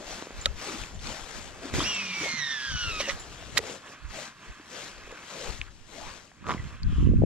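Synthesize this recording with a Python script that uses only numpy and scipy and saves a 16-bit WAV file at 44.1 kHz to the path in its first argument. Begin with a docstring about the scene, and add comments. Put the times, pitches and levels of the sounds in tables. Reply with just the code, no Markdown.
"""A kayak on a reedy channel, a small two-port microphone close to an angler casting a baitcasting reel.
Behind everything lies the faint hiss of open air; puffs of wind swell to a gust and pop on the ports.
Jacket sleeves rustle with each move, and handling draws ticks and ringing knocks from the reel.
In front, the clutch clicks out, the spool whines down as line runs off, the thumb clamps it,
the clutch clicks back in and the gears whirr."""
import sys
import numpy as np
from scipy import signal
from scipy.fft import irfft
from scipy.io import wavfile
from scipy.ndimage import uniform_filter1d

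SR = 44100
rng = np.random.default_rng(int(sys.argv[2]) if len(sys.argv) > 2 else 0)


def store_pcm(level_fs):
    """Save levels as 16-bit WAV."""
    pcm = np.round(np.clip(level_fs, -1, 1) * 32767).astype(np.int16)
    wavfile.write(sys.argv[1], SR, np.atleast_2d(pcm).T)


N = 319708

# how the two ports hear the hands, and the jacket and air:
# (frequency [Hz], likeness [0-1], lead of the right port [rad], added L-R [dB])
FROM_HANDS = [(100, 1, 0, 0), (1400, .95, .75, 0), (2800, .95, .75, 0), (4100, .85, 1.15, 1),
              (4900, .6, 2.3, 1), (5700, .65, 2.1, -5), (7200, .6, 2.1, 0), (9000, .5, 2.7, -2),
              (15000, .4, 2.8, -2)]
FROM_JACKET = [(100, .9, 0, -4), (700, .88, .35, -2), (1400, .8, .7, 0), (2800, .65, .5, 1),
               (4100, .65, -1, 0), (5200, .68, -1.55, -5), (7200, .6, -2.2, -2), (9600, .6, -3.1, -6),
               (15000, .6, -3.3, -6)]

# still air over the reeds: (frequency [Hz], relative density [dB])
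AIR_SPECTRUM = [(40, -8), (110, -3.5), (200, 0.5), (500, -12.5), (3300, -24), (7600, -19), (9000, -30),
                (15800, -47)]
# wind on the ports, before strength and eddies shift it: (frequency [Hz], relative density [dB])
WIND_SPECTRUM = [(10, -24), (28, -3), (42, 1), (70, 1.5), (150, -7), (300, -16.5), (600, -62), (1500, -59),
                 (4000, -120)]
# puffs: (peak time [s], rise [s], fall [s], relative level [dB], L-R [dB], eddy pitch [Hz])
GUSTS = [(.14, .1, 0.041, -48.5, 9, 64.5), (.38, 0.035, 0.034, -37.5, 5, 81.5),
         (.48, 0.05, 0.11, -38.5, 7.5, 69), (.83, 0.038, 0.019, -36.5, 3, 70.5),
         (.97, 0.077, 0.064, -38, -1, 73), (1.09, 0.067, 0.026, -37.5, 5, 87),
         (1.23, 0.063, 0.025, -44.5, 8, 62), (1.33, 0.024, .2, -46, -4, 68.4),
         (1.55, .1, 0.08, -51, 4, 80.3), (1.755, 0.033, 0.085, -31, 0, 87), (2.49, .05, 0.078, -61, 9, 92),
         (2.75, 0.043, 0.033, -34.5, 3.5, 87.7), (2.85, 0.025, 0.092, -36.5, 12.5, 65.34),
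         (3.01, 0.036, 0.035, -44, 0, 67.3), (3.13, 0.036, 0.065, -40, 0, 70),
         (3.28, 0.086, 0.28, -51.5, 5, 75), (3.57, 0.24, 0.09, -45, -0.5, 105),
         (4.06, 0.03, 0.057, -40.5, -12.5, 57.3), (4.5, 0.019, 0.028, -39.5, 3, 58),
         (5.1, 0.22, 0.034, -49.5, 0, 63), (5.5, 0.052, 0.22, -42, 13.5, 62.4),
         (5.81, 0.065, 0.067, -50.5, -15, 58), (6.06, 0.091, 0.084, -45, -9, 62),
         (6.5, 0.047, 0.038, -33, -7.5, 141), (6.61, 0.087, 0.15, -37.5, -3.5, 95),
         (6.85, 0.022, 0.11, -22, 4.5, 62.4), (6.995, 0.023, 0.071, -23, 5, 70.5),
         (7.07, 0.085, 0.076, -19, -8, 68.3), (7.2, 0.19, 0.37, -19.5, 1, 72)]
# breeze between the puffs: (time [s], relative level [dB], L-R [dB], eddy pitch [Hz])
LULL = [(0, -64.5, -6, 165), (2, -63, -9, 165), (7.25, -84, -11, 150)]
# eddies striking a port: (time [s], level [dB], pitch [Hz], L-R [dB])
EDDY_POPS = [(6.927, -30.5, 230, -6), (6.985, -25, 199, -12), (7.029, -19.5, 196, -12),
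             (7.073, -20.5, 242, -18), (7.091, -21.5, 240, -18), (7.118, -27, 280, -16),
             (7.137, -18.5, 294, -6.5), (7.187, -27, 220, -11), (7.222, -18.5, 384, -18),
             (7.238, -11, 364, 10)]

# rubbing jacket cloth: (frequency [Hz], relative density [dB])
CLOTH_SPECTRUM = [(50, -30), (170, -10.5), (400, -14.5), (1400, -13.5), (3500, -16.5), (5600, -17),
                  (7600, -17.5), (8800, -28), (12300, -33), (15800, -50)]
# sleeve moves: (peak time [s], rise [s], fall [s], relative level [dB], dull body boost [dB], L-R [dB])
SLEEVE_MOVES = [(.13, 0.092, 0.12, -54.5, 8, 6.5), (.43, 0.1, 0.049, -59.5, 14.5, 5),
                (.64, 0.073, 0.12, -53.5, 2, 5.5), (.72, 0.095, .17, -52.5, 10, 6.5),
                (1.065, 0.025, 0.045, -61, -5, 6), (1.1, 0.084, 0.14, -53.5, -5, 9),
                (1.35, 0.15, 0.17, -57.5, 11.5, 10), (1.65, 0.037, 0.089, -58, 23.5, 8),
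                (1.75, 0.016, 0.16, -45.5, 14.5, 3.5), (2.25, 0.098, 0.074, -50.5, 1, 5.5),
                (3.0, 0.18, 0.075, -57.5, 6, -2.5), (3.1, 0.048, 0.068, -55, 3, 0),
                (3.585, 0.03, 0.0076, -49.5, 21, 7), (3.69, 0.077, 0.09, -54.5, 17.5, 7),
                (3.92, 0.1, 0.038, -64.5, 19, 1), (4.2, 0.095, 0.095, -54, -8, 8),
                (4.45, 0.058, 0.11, -69, 26, 2), (4.8, 0.11, 0.13, -55.5, 8, 7.5),
                (5.45, 0.19, 0.15, -54, 5, 7.5), (6.0, 0.12, 0.25, -60, 16, 10),
                (6.51, 0.044, 0.059, -58.5, 27, 3), (6.66, 0.14, .12, -67, 21, 3),
                (6.96, 0.1, 0.13, -68.5, 18, 2)]
# the jacket between moves: (time [s], relative level [dB], dull body boost [dB], L-R [dB])
FIDGET = [(0, -61.5, 30.5, 8), (.3, -65, 23, 4), (1.5, -66, 24, 7), (2.0, -58.5, 16.5, 2),
          (2.7, -63.5, -7, 4), (3.2, -61.5, 19.5, 6), (3.55, -61.5, 15, 8.5), (3.948, -72, 18, 3),
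          (4.4, -71.5, 6, 2), (4.95, -66.5, 18.5, 5), (5.25, -64.5, 23, 5.5), (5.65, -71, -7, 8),
          (6.35, -84.5, 1, 20), (7.25, -81.5, 31, 5)]
# strokes in which the weave sings: (start [s], end [s], first pitch [Hz], last pitch [Hz], level [dB])
WEAVE_STROKES = [(0, 0.17, 574, 716, -50), (0.643, 0.787, 418, 209, -42.5), (1.024, 1.237, 230, 970, -50),
                 (1.634, 1.685, 266, 310, -42), (1.74, 1.84, 456, 219, -36.5),
                 (2.208, 2.284, 229, 760, -40), (3.62, 3.78, 420, 503, -44.5),
                 (4.127, 4.254, 745, 487, -48.5), (4.714, 4.838, 490, 510, -49),
                 (5.299, 5.515, 604, 457, -45), (5.938, 6.152, 446, 1270, -51),
                 (6.446, 6.57, 1240, 1050, -43.5), (6.862, 7.096, 3300, 2820, -56),
                 (6.866, 7.08, 1300, 1120, -54.5)]

# hiss of running line and gears: (frequency [Hz], relative density [dB])
GEAR_SPECTRUM = [(500, -61), (850, -5.5), (1050, 6), (2000, 3), (3300, 5.5), (4600, -3), (5800, -6.5),
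                 (7500, -22), (9000, -29), (15800, -51)]
# the course of that hiss: (time [s], relative level [dB])
GEAR_LEVEL = [(0.0, -48), (0.4, -44.5), (0.77, -54), (0.87, -58), (1.2, -63), (1.45, -51.5), (1.725, -38),
              (1.745, -35), (1.98, -32), (2.4, -36), (2.56, -36), (2.8, -36), (2.985, -40), (3.005, -27.5),
              (3.03, -37), (3.07, -41), (3.095, -29), (3.115, -31), (3.135, -40), (3.21, -49), (3.78, -53),
              (3.86, -39.5), (3.95, -42.5), (3.99, -47.5), (4.06, -43.5), (4.28, -43.5), (4.34, -49),
              (4.45, -39.5), (4.62, -45.5), (4.7, -47.5), (4.95, -45.5), (5.16, -40.5), (5.22, -44),
              (5.49, -56), (5.67, -45), (5.92, -103), (6.08, -36.5), (6.24, -62), (6.46, -46), (6.6, -43),
              (7.25, -48.5)]
# resonances of the reel's side plates: (frequency [Hz], width [Hz], boost with the spool engaged [dB])
PLATE_RESONANCES = [(1100, 200, 4), (1650, 170, 6), (2570, 110, 9), (3280, 100, 4), (3960, 150, 4)]
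# small rings, ticks and soft knocks: (time [s], peak [dB], pitch [Hz], t60 [s], L-R [dB])
HANDLING_TICKS = [(0.837, -28.5, 2500, 0.0085, 2), (0.993, -37, 3520, 0.0085, 2),
                  (1.071, -23, 4300, 0.0051, -2), (4.091, -46, 1170, .008, 2), (4.145, -38, 673, 0.013, 2),
                  (5.075, -40, 436, 0.017, -2), (5.124, -36.5, 466, 0.035, -2),
                  (5.174, -37, 1560, 0.014, 7), (5.615, -17, 2480, 0.0061, 0),
                  (6.316, -47, 1840, 0.0077, 2.5), (6.4427, -34.5, 1130, 0.0079, 1),
                  (6.8325, -29, 4510, 0.011, 4), (0.4125, -34.5, 7100, 0.079, -4),
                  (3.1974, -40, 7100, 0.2, -1), (6.579, -34.5, 2020, 0.025, 1.5),
                  (6.5954, -38, 1960, 0.066, 1.5), (0.224, -39, 910, .008, -8),
                  (.224, -26.5, 300, 0.0085, -1), (.461, -25, 570, 0.026, -2), (.472, -35, 110, 0.028, 0),
                  (.27, -29, 405, 0.0068, -1), (0.3067, -30, 298, 0.006, 0), (1.739, -23, 247, 0.011, 4),
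                  (3.003, -23.5, 568, 0.039, -2), (3.078, -30.5, 566, 0.063, -1),
                  (3.087, -27.5, 554, 0.066, -2), (3.59, -24.5, 480, 0.023, -3),
                  (3.6005, -31, 420, 0.035, -3), (0.447, -42, 3730, 0.04, 1),
                  (0.466, -29.5, 1300, 0.038, -1), (3.425, -35.5, 666, 0.037, -2),
                  (6.317, -46, 740, 0.011, -1), (0.945, -43, 7130, 0.055, -5),
                  (3.1974, -48, 10530, 0.12, -5), (1.945, -30, 7470, 0.06, 2),
                  (2.337, -33.5, 225, 0.063, 0), (4.598, -40.5, 296.9, 0.04, 0),
                  (6.546, -23.5, 183, 0.025, -1), (6.569, -34, 202, 0.025, -3.5)]
# ringing modes of the reel: (frequency [Hz], relative level [dB], base t60 [s])
REEL_MODES = [(560, -6, .035), (1050, -1, .02), (1290, -2, .018), (1950, -2, .016), (2450, -6, .014),
              (3150, -6, .012), (3800, 0, .014), (4400, -2, .012), (5700, -10, .008), (6900, -6, .009),
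              (8000, -10, .008), (9800, -20, .007), (13000, -26, .006)]
# blows on the reel:
# (time [s], peak [dB], frequency struck most [Hz], ring length [factor], crack over ring [dB], L-R [dB])
REEL_BLOWS = [(0.4577, -4.5, 3400, 0.6, -8, -1), (0.4583, -15, 2070, 0.49, -12, -5),
              (.459, -16, 3700, .35, -16, -3), (0.463, -27, 3500, .5, -8, 0),
              (1.7395, -24, 2000, .4, -2, 11), (1.804, -21, 1040, .8, -4, 2),
              (1.794, -18.5, 3150, 0.9, -16, -6), (3.001, -32, 2300, 0.7, 0, -9),
              (3.007, -17.5, 2232, 1.1, -4, -5), (3.013, -21.5, 2400, 0.4, 18, -7),
              (3.086, -27, 1980, 0.61, -8, -1), (3.094, -16, 2060, 0.69, -10, -3),
              (3.098, -18, 2090, 1, -18, -11), (3.106, -25, 1940, 1.5, -5, -11),
              (3.11, -30, 3000, 0.7, 0, -4), (3.119, -33, 1600, 0.7, 2, -6),
              (3.5709, -13, 2370, 0.19, 1, -5), (3.5741, -8.5, 2050, 0.9, -1, -4),
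              (3.579, -10, 4300, 0.48, -7, -8), (3.5789, -9.5, 2010, 0.55, 1, -6),
              (3.582, -11, 4340, 0.77, -6, -2), (3.5887, -20, 1930, 0.85, 1, -6),
              (4.108, -37, 1820, 0.5, -4, 6), (4.88, -33, 3800, 0.4, -3, 2), (4.979, -39, 1690, 0.6, 4, 4),
              (4.658, -38, 1870, .5, 0, 1.5), (5.231, -43, 1630, .5, 0, 5),
              (5.0365, -38, 1780, 0.6, 0, 2.5), (5.1166, -36, 2400, 0.5, 3, 0),
              (5.178, -40, 2000, 0.5, 1, 2), (6.467, -24, 1160, 0.34, 2, -1),
              (6.478, -30, 1065, 0.69, -7, -1.5), (6.486, -26, 1200, 0.41, 0, -3),
              (6.493, -15.5, 895, 0.41, -19, -1), (6.498, -17.5, 1100, 0.51, -3, -1),
              (6.506, -15.5, 1030, 0.4, 0, -4), (6.511, -20, 1260, 0.19, -5, 2),
              (6.516, -21, 1040, 0.81, 6, -4), (6.523, -24, 918, 0.51, -1, -4),
              (6.538, -24.5, 1110, 0.58, 9, -3)]

# speed of the free spool, heard as its whine: (time [s], pitch [Hz], L-R [dB])
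SPOOL_WHINE = [(1.79, 1576, 10), (1.824, 1614, 5), (1.83, 2045, -4), (1.845, 2518, -12), (1.86, 2770, 0),
               (1.885, 2877, 0), (1.94, 2740, -1), (1.975, 2668, -2), (2.033, 2479, -1), (2.123, 2370, -2),
               (2.15, 2301, -3), (2.203, 2320, -5), (2.257, 2172, -8), (2.31, 2132, -6), (2.383, 2073, -10),
               (2.392, 1975, -11), (2.431, 1872, -4), (2.52, 1814, -4), (2.56, 1735, -5), (2.613, 1675, -3),
               (2.641, 1680, -3), (2.693, 1611, -1), (2.731, 1512, 0), (2.803, 1460, 0), (2.901, 1356, -1),
               (2.929, 1287, -1), (3.0, 1239, 0), (3.012, 1129, -2), (3.026, 948, -1), (3.036, 992, 2),
               (3.06, 934, -1), (3.095, 864, -5)]
# how strongly the reel sounds a harmonic at each pitch: (frequency [Hz], level [dB])
REEL_RESPONSE = [(900, -60), (1240, -42), (1400, -38.5), (1660, -37), (1900, -35.5), (2130, -34),
                 (2300, -34), (2450, -34), (2850, -31.5), (3350, -42.5), (3700, -33), (3960, -36),
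                 (4080, -42.5), (4260, -34), (4500, -36), (5100, -38.5), (5550, -34), (5900, -30.5),
                 (6350, -40), (6900, -53), (8600, -75)]
# harmonics 1 to 4 of the whine: (relative level [dB])
HARMONICS_DB = [-1, -4.5, -11, -14]
# the fundamental swells and sags: (time [s], level change [dB])
WHINE_WAVER = [(1.83, -25), (1.845, 0), (1.93, 0), (1.972, -1.5), (2.0, 2.5), (2.033, -4.5), (2.09, -1.5),
               (2.123, -1.5), (2.15, 0), (2.2, -1.5), (2.39, -2), (2.43, 1.5), (2.48, -0.5), (2.55, 2.5),
               (2.63, -1), (2.69, 2), (2.73, -3), (2.85, 1.5), (2.93, -3), (3.0, 2), (3.026, -5), (3.04, 0)]
# sidebands from uneven turning: (offset [turn rates], level against the harmonic at a 2 kHz whine [dB])
SIDEBANDS = [(-2, -16), (-1, -14), (1, -15), (2, -12)]
# once-a-turn hum of the unbalanced spool: (time [s], level [dB])
UNBALANCE_HUM = [(1.85, -56), (1.9, -50), (2.08, -50), (2.13, -45), (2.16, -60), (2.36, -58), (2.4, -49),
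                 (2.46, -55), (2.5, -70)]
# the thumb clamps the spool, harmonics 1 to 4: (level change [dB])
CLAMP_DB = [-3, -4.5, 3.5, -5]

FREE_S, THUMB_S, CLAMP_S, STOP_S = SPOOL_WHINE[0][0], 2.9, 3.015, SPOOL_WHINE[-1][0]
CYCLES_PER_TURN = 13


def gain_of(db):
    return 10 ** (np.asarray(db) / 20)


def at_hz(points, hz):
    """A curve read along a logarithmic frequency axis."""
    f, value = np.transpose(points)
    return np.interp(np.log(hz + 1), np.log(f + 1), value)


def at_times(rows, t):
    """Every column of a curve at the times t."""
    times, *cols = np.transpose(rows)
    return [np.interp(t, times, col) for col in cols]


def band_gain(points, hz, lo, hi):
    """A spectrum scaled so that white noise of rms 1 gets rms 1 between lo and hi."""
    gain = gain_of(at_hz(points, hz))
    return (gain / np.sqrt(np.mean(gain ** 2 * (hz > lo) * (hz < hi))))[:, None]


def resonance(hz, centre_hz, width_hz):
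    """A peak of height 1, as a column over frequency."""
    return 1 / (1 + (2 * (hz[:, None] - centre_hz) / width_hz) ** 2)


def swells(rows, rest, t, shape):
    """Events 10 dB down at their rise and fall times, over a resting curve; the loudest sets the rest."""
    peak_s, rise, fall, db, *cols = np.transpose(rows)[:, :, None]
    away = np.where(t < peak_s, (peak_s - t) / rise, (t - peak_s) / fall)
    rest_db, *rest_cols = at_times(rest, t)
    power, quiet = gain_of(db - 10 * away ** shape) ** 2, gain_of(rest_db) ** 2
    total = power.sum(0) + quiet
    blended = [((power * col).sum(0) + quiet * resting) / total for col, resting in zip(cols, rest_cols)]
    return [10 * np.log10(total)] + blended


def wander(hz, t):
    """Random drift of rms 1, changing up to hz times a second."""
    knots = np.arange(t[0] - 1 / hz, t[-1] + 2 / hz, .5 / hz)
    return np.interp(t, knots, rng.standard_normal(len(knots))) * np.sqrt(1.5)


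def patches(shape, bins, steps):
    """Random blotches of rms 1 over frequency and time."""
    field = uniform_filter1d(rng.standard_normal(shape), bins, axis=0)
    field = uniform_filter1d(field, steps, axis=1)
    return field / field.std()


def grains(per_s, spread_db):
    """Two unrelated trains of tiny clicks of uneven size, each of rms 1."""
    size = gain_of(spread_db * np.minimum(rng.exponential(1, (2, N)), 5)) * rng.standard_normal((2, N))
    clicks = size * (rng.random((2, N)) < per_s / SR)
    return clicks / np.sqrt(np.mean(clicks ** 2, axis=-1, keepdims=True) + 1e-20)


def frames(x, size=512):
    return signal.stft(x, SR, nperseg=size, noverlap=size * 3 // 4)


def unframe(spectra, size=512):
    return signal.istft(spectra, SR, nperseg=size, noverlap=size * 3 // 4)[1][..., :N]


def panned(x, pan_db):
    return np.array([x * gain_of(pan_db / 2), x * gain_of(-pan_db / 2)])


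def add(mix, start_s, sound):
    part = mix[:, round(start_s * SR):][:, :sound.shape[1]]
    part += sound[:, :part.shape[1]]


def port_response(place, hz):
    """Likeness, phase and balance of the microphone's ports at each frequency."""
    f, *cols = np.transpose(place)
    return [at_hz(np.transpose([f, col]), hz) for col in cols]


def at_ports(hz, spectra, pan_db, place):
    """Two unrelated spectra as left and right: the ports differ in level and phase, and agree in part."""
    left, other = spectra
    likeness, lead, balance_db = port_response(place, hz[:, None])
    right = (likeness * left + np.sqrt(1 - likeness ** 2) * other) * np.exp(1j * lead)
    lean = gain_of((pan_db + balance_db) / 2)
    return np.array([left * lean, right / lean])


def hands_to_microphone(x):
    """Things in the hands reach the right port first; a reflection off the angler makes the ports differ."""
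    hz, echo_s = np.fft.rfftfreq(512, 1 / SR), 0.000602
    likeness, lead, balance_db = port_response(FROM_HANDS, hz)
    echo = 0.51 * np.sqrt(1 - likeness ** 2) * np.exp(-2j * np.pi * hz * echo_s)
    paths = [gain_of(balance_db / 2), (1 + echo) * np.exp(1j * lead) * gain_of(-balance_db / 2)]
    impulses = np.roll(irfft(paths), 256, axis=1)
    return signal.oaconvolve(x, impulses, axes=1)[:, 256:N + 256]


def open_air(level_db=-59.5):
    """The faint, steady hiss of the air over the reeds."""
    hz, _, noise = frames(rng.standard_normal((2, N)))
    colour = band_gain(AIR_SPECTRUM, hz, 0, SR) * gain_of(level_db)
    return unframe(at_ports(hz, noise * colour, pan_db=1.3, place=FROM_JACKET))


def wind():
    """Lumpy pressure puffs, unrelated at the two ports; stronger wind reaches higher in pitch."""
    hz, t, lumps = frames(grains(per_s=300, spread_db=1), size=2048)
    level_db, pan_db, eddy_hz = swells(GUSTS, LULL, t, shape=1.26)
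    reach = gain_of(0.18 * (level_db + 16.5)) * (eddy_hz / 65) ** 1.71
    colour = gain_of(at_hz(WIND_SPECTRUM, hz[:, None] / reach))
    puffs = unframe(lumps * colour / np.sqrt(np.mean(colour ** 2, axis=0)), size=2048)
    puffs /= np.sqrt(uniform_filter1d(puffs ** 2, 4000)) ** 0.2 + 0.5  # neighbouring eddies share the flow
    puffs = 2.5 * np.tanh(puffs / 2.5)
    level_db, pan_db = (np.interp(np.arange(N) / SR, t, curve) for curve in (level_db, pan_db))
    return puffs * gain_of(level_db + 6 + np.array([pan_db, -pan_db]) / 2)


def eddy_pops():
    """In the gust, eddies give a port blunt pushes of about one cycle."""
    mix = np.zeros((2, N))
    for centre_s, db, hz, pan_db in EDDY_POPS:
        cycles = np.arange(-1.5, 1.5, hz / SR)
        push = np.exp(-(cycles / 0.37) ** 2) * np.cos(2 * np.pi * cycles + 1.1)
        add(mix, centre_s - 1.5 / hz, panned(gain_of(db) * push, pan_db))
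    return mix


def sleeve_rustle():
    """Fibres catch and slip; the weave adds a blurred tone that follows the speed of the stroke."""
    hz, t, slips = frames(grains(per_s=9000, spread_db=0.69))
    level_db, body_db, pan_db = swells(SLEEVE_MOVES, FIDGET, t, shape=2.6)
    body = gain_of(body_db + 1) / (1 + ((hz[:, None] - 480) / 300) ** 4)
    colour = np.hypot(band_gain(CLOTH_SPECTRUM, hz, 6275, 7550), body)
    colour *= gain_of(level_db + 4 + 1.7 * patches(colour.shape, bins=6, steps=14))
    for start_s, end_s, from_hz, to_hz, db in WEAVE_STROKES:
        now = (t > start_s) & (t < end_s)
        progress = (t[now] - start_s) / (end_s - start_s)
        weave_hz = from_hz + (to_hz - from_hz) * progress
        width_hz = 0.2 * weave_hz
        weave = np.sin(np.pi * progress) ** .5 * resonance(hz, weave_hz, width_hz)
        colour[:, now] = np.hypot(colour[:, now], gain_of(db) * np.sqrt(SR / width_hz) * weave)
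    return unframe(at_ports(hz, slips * colour, pan_db, FROM_JACKET))


def noise_band(hz, centre_hz, width_hz):
    """A resonance scaled so that its power hardly depends on its width."""
    return np.sqrt(SR / 2 / width_hz) * resonance(hz, centre_hz, width_hz)


def running_reel():
    """Line and gears hiss between ringing plates; bearings rasp in the cast, gears whirr on cranking."""
    hz, t, noise = frames(rng.standard_normal((2, N)))
    free = uniform_filter1d(((t > FREE_S) & (t < STOP_S + .02)) * 1., size=15)  # 1 while the spool is free
    plates_db = sum(db * resonance(hz, f, width) for f, width, db in PLATE_RESONANCES)
    octaves_up = np.maximum(np.log2((hz[:, None] + 1) / 2000), 0)
    db_per_octave = -12 * (1 - free) + free * (4 + 2.5 * (t - FREE_S))  # brightens as the spool runs on
    colour_db = (1 - 1.4 * free) * plates_db + db_per_octave * octaves_up
    hiss = band_gain(GEAR_SPECTRUM, hz, 980, 5400) * gain_of(colour_db)
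    rasp = free * gain_of(-4 + 2.9 * wander(6.6, t)) * noise_band(hz, 5750, width_hz=450)
    level_db, = at_times(GEAR_LEVEL, t)
    flicker_db = 1.8 * patches(hiss.shape, bins=5, steps=16) + 1.2 * wander(25, t)
    running = np.hypot(hiss, rasp) * gain_of(level_db - 8 + flicker_db)
    cranking = (t > 4.65) & (t < 5.25)
    whirr = cranking * gain_of(-64) * noise_band(hz, 3290, width_hz=60)
    return unframe(at_ports(hz, noise * np.hypot(running, whirr), pan_db=-1, place=FROM_HANDS))


def handling_ticks():
    """One damped ring each, rising over a moment, its pitch dropping at the first contact."""
    mix, t = np.zeros((2, N)), np.arange(6000) / SR
    for start_s, db, hz, t60, pan_db in HANDLING_TICKS:
        slowness = 2500 / hz  # lower rings start more gently
        bend = 1.54 * slowness ** 0.5 * (1 - np.exp(-t / (0.0001 * slowness ** 0.33)))
        attack = 1 - np.exp(-t / (0.00016 * slowness ** .7))
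        ring = -attack * gain_of(-60 * t / t60) * np.sin(2 * np.pi * hz * t + bend)
        add(mix, start_s, panned(gain_of(db) * ring / abs(ring).max(), pan_db))
    return mix


def reel_blows(crack_t60=0.013):
    """Clutch clicks and knocks: a dry crack rings the reel's modes, most of all near the pitch struck."""
    mix, t = np.zeros((2, N)), np.arange(1200) / SR
    hz, mode_db, t60 = np.transpose(REEL_MODES)[:, :, None]
    polarity = (-1.) ** np.arange(len(hz))[:, None]  # neighbouring modes swing in opposite sense
    detunes = 1 + 0.068 * (rng.random((len(REEL_BLOWS), len(hz), 1)) - .5)
    noises = rng.standard_normal((len(REEL_BLOWS), len(t)))
    attack = 1 - np.exp(-t / .0004)
    for blow, detune, noise in zip(REEL_BLOWS, detunes, noises):
        start_s, db, struck_hz, ring_length, crack_db, pan_db = blow
        octaves_off = np.log2(hz / struck_hz)
        drive_db = -13 * abs(octaves_off) - 9.2 * np.maximum(-octaves_off, 0)
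        decay = gain_of(mode_db + drive_db - 60 * t / (t60 * max(ring_length, .2)))
        ring = (polarity * decay * np.sin(2 * np.pi * hz * detune * t)).sum(0)
        crack_band = signal.butter(2, [0.73 * struck_hz, 2.7 * struck_hz], 'band', fs=SR)
        crack = gain_of(crack_db - 60 * t / crack_t60) * signal.lfilter(*crack_band, noise)
        sound = attack * (ring / abs(ring).max() + crack)
        add(mix, start_s, panned(gain_of(db) * sound / abs(sound).max(), pan_db))
    return mix


def whine_levels(hz, t):
    """Level in dB of each harmonic as it slides through the reel's response and the thumb clamps."""
    levels = [db + at_hz(REEL_RESPONSE, k * hz) + clamp_db * (t > CLAMP_S)
              for k, (db, clamp_db) in enumerate(zip(HARMONICS_DB, CLAMP_DB), 1)]
    levels[0] += at_times(WHINE_WAVER, t)[0]
    levels[1] += 4 * np.clip((1.85 - t) / 0.014, 0, 1)  # spinning up, the octave squeals
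    levels[1] -= 13 * np.clip(np.minimum(t - 1.94, 2.29 - t) / 0.022, 0, 1)  # then drops out for a while
    return levels


def spool():
    """The free spool whines, with sidebands from uneven turning; unbalance hums, the thumb buzzes."""
    t = np.arange(FREE_S, STOP_S, 1 / SR)
    hz, pan_db = at_times(SPOOL_WHINE, t)
    wavering_hz = hz * (1 + .003 * wander(90, t) + .002 * wander(18, t))
    angle = 2 * np.pi * np.cumsum(wavering_hz) / SR / CYCLES_PER_TURN
    hum_db, = at_times(UNBALANCE_HUM, t)
    hum = gain_of(hum_db + 3 * wander(25, t)) * np.sin(angle + .6 * wander(30, t))
    buzz_db = -57.5 + 170 * np.minimum(t - THUMB_S, 0)  # rises until the thumb is braking
    buzz = sum(gain_of(buzz_db + 4.66 * wander(29.75, t)) * np.sin(k * angle) for k in range(3, 7))
    speed_db = 3.5 * np.log2(hz / 2000)  # sidebands grow with speed
    whine = np.zeros(len(t))
    for k, db in enumerate(whine_levels(hz, t), 1):
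        # higher harmonics and the clamped spool jitter more
        jitter = (.25 * (k - .4) + .5 * (t > CLAMP_S)) * wander(300, t)
        phase = k * CYCLES_PER_TURN * angle + jitter
        harmonic = np.sin(phase)
        for offset, side_db in SIDEBANDS:
            side_gain = gain_of(side_db + speed_db + 0.65 * wander(31.5, t))
            harmonic += side_gain * np.sin(phase + offset * (angle + 1))
        whine += gain_of(db + 1.64 * wander(118.2, t) + .4 * k * wander(22.01, t)) * harmonic
    sound = np.sqrt(2) * (hum + buzz + whine) * signal.windows.tukey(len(t), .015)
    mix = np.zeros((2, N))
    add(mix, FREE_S, panned(sound, pan_db))
    return mix


def scene():
    """Reel and angler close to the microphone, with the air and wind of the channel around them."""
    in_hands = hands_to_microphone(spool() + reel_blows() + handling_ticks())
    return in_hands + sleeve_rustle() + open_air() + running_reel() + wind() + eddy_pops()


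def record(dry):
    """The recorder's band limit and a short fade at the end."""
    edge_hz = 15750
    fade = np.minimum(np.arange(N)[::-1] / 150, 1)
    lowpass = signal.firwin(511, edge_hz, window=("kaiser", 9), fs=SR)
    return signal.oaconvolve(dry * fade, lowpass[None], "same")


dry = scene()
out = record(dry)
store_pcm(out)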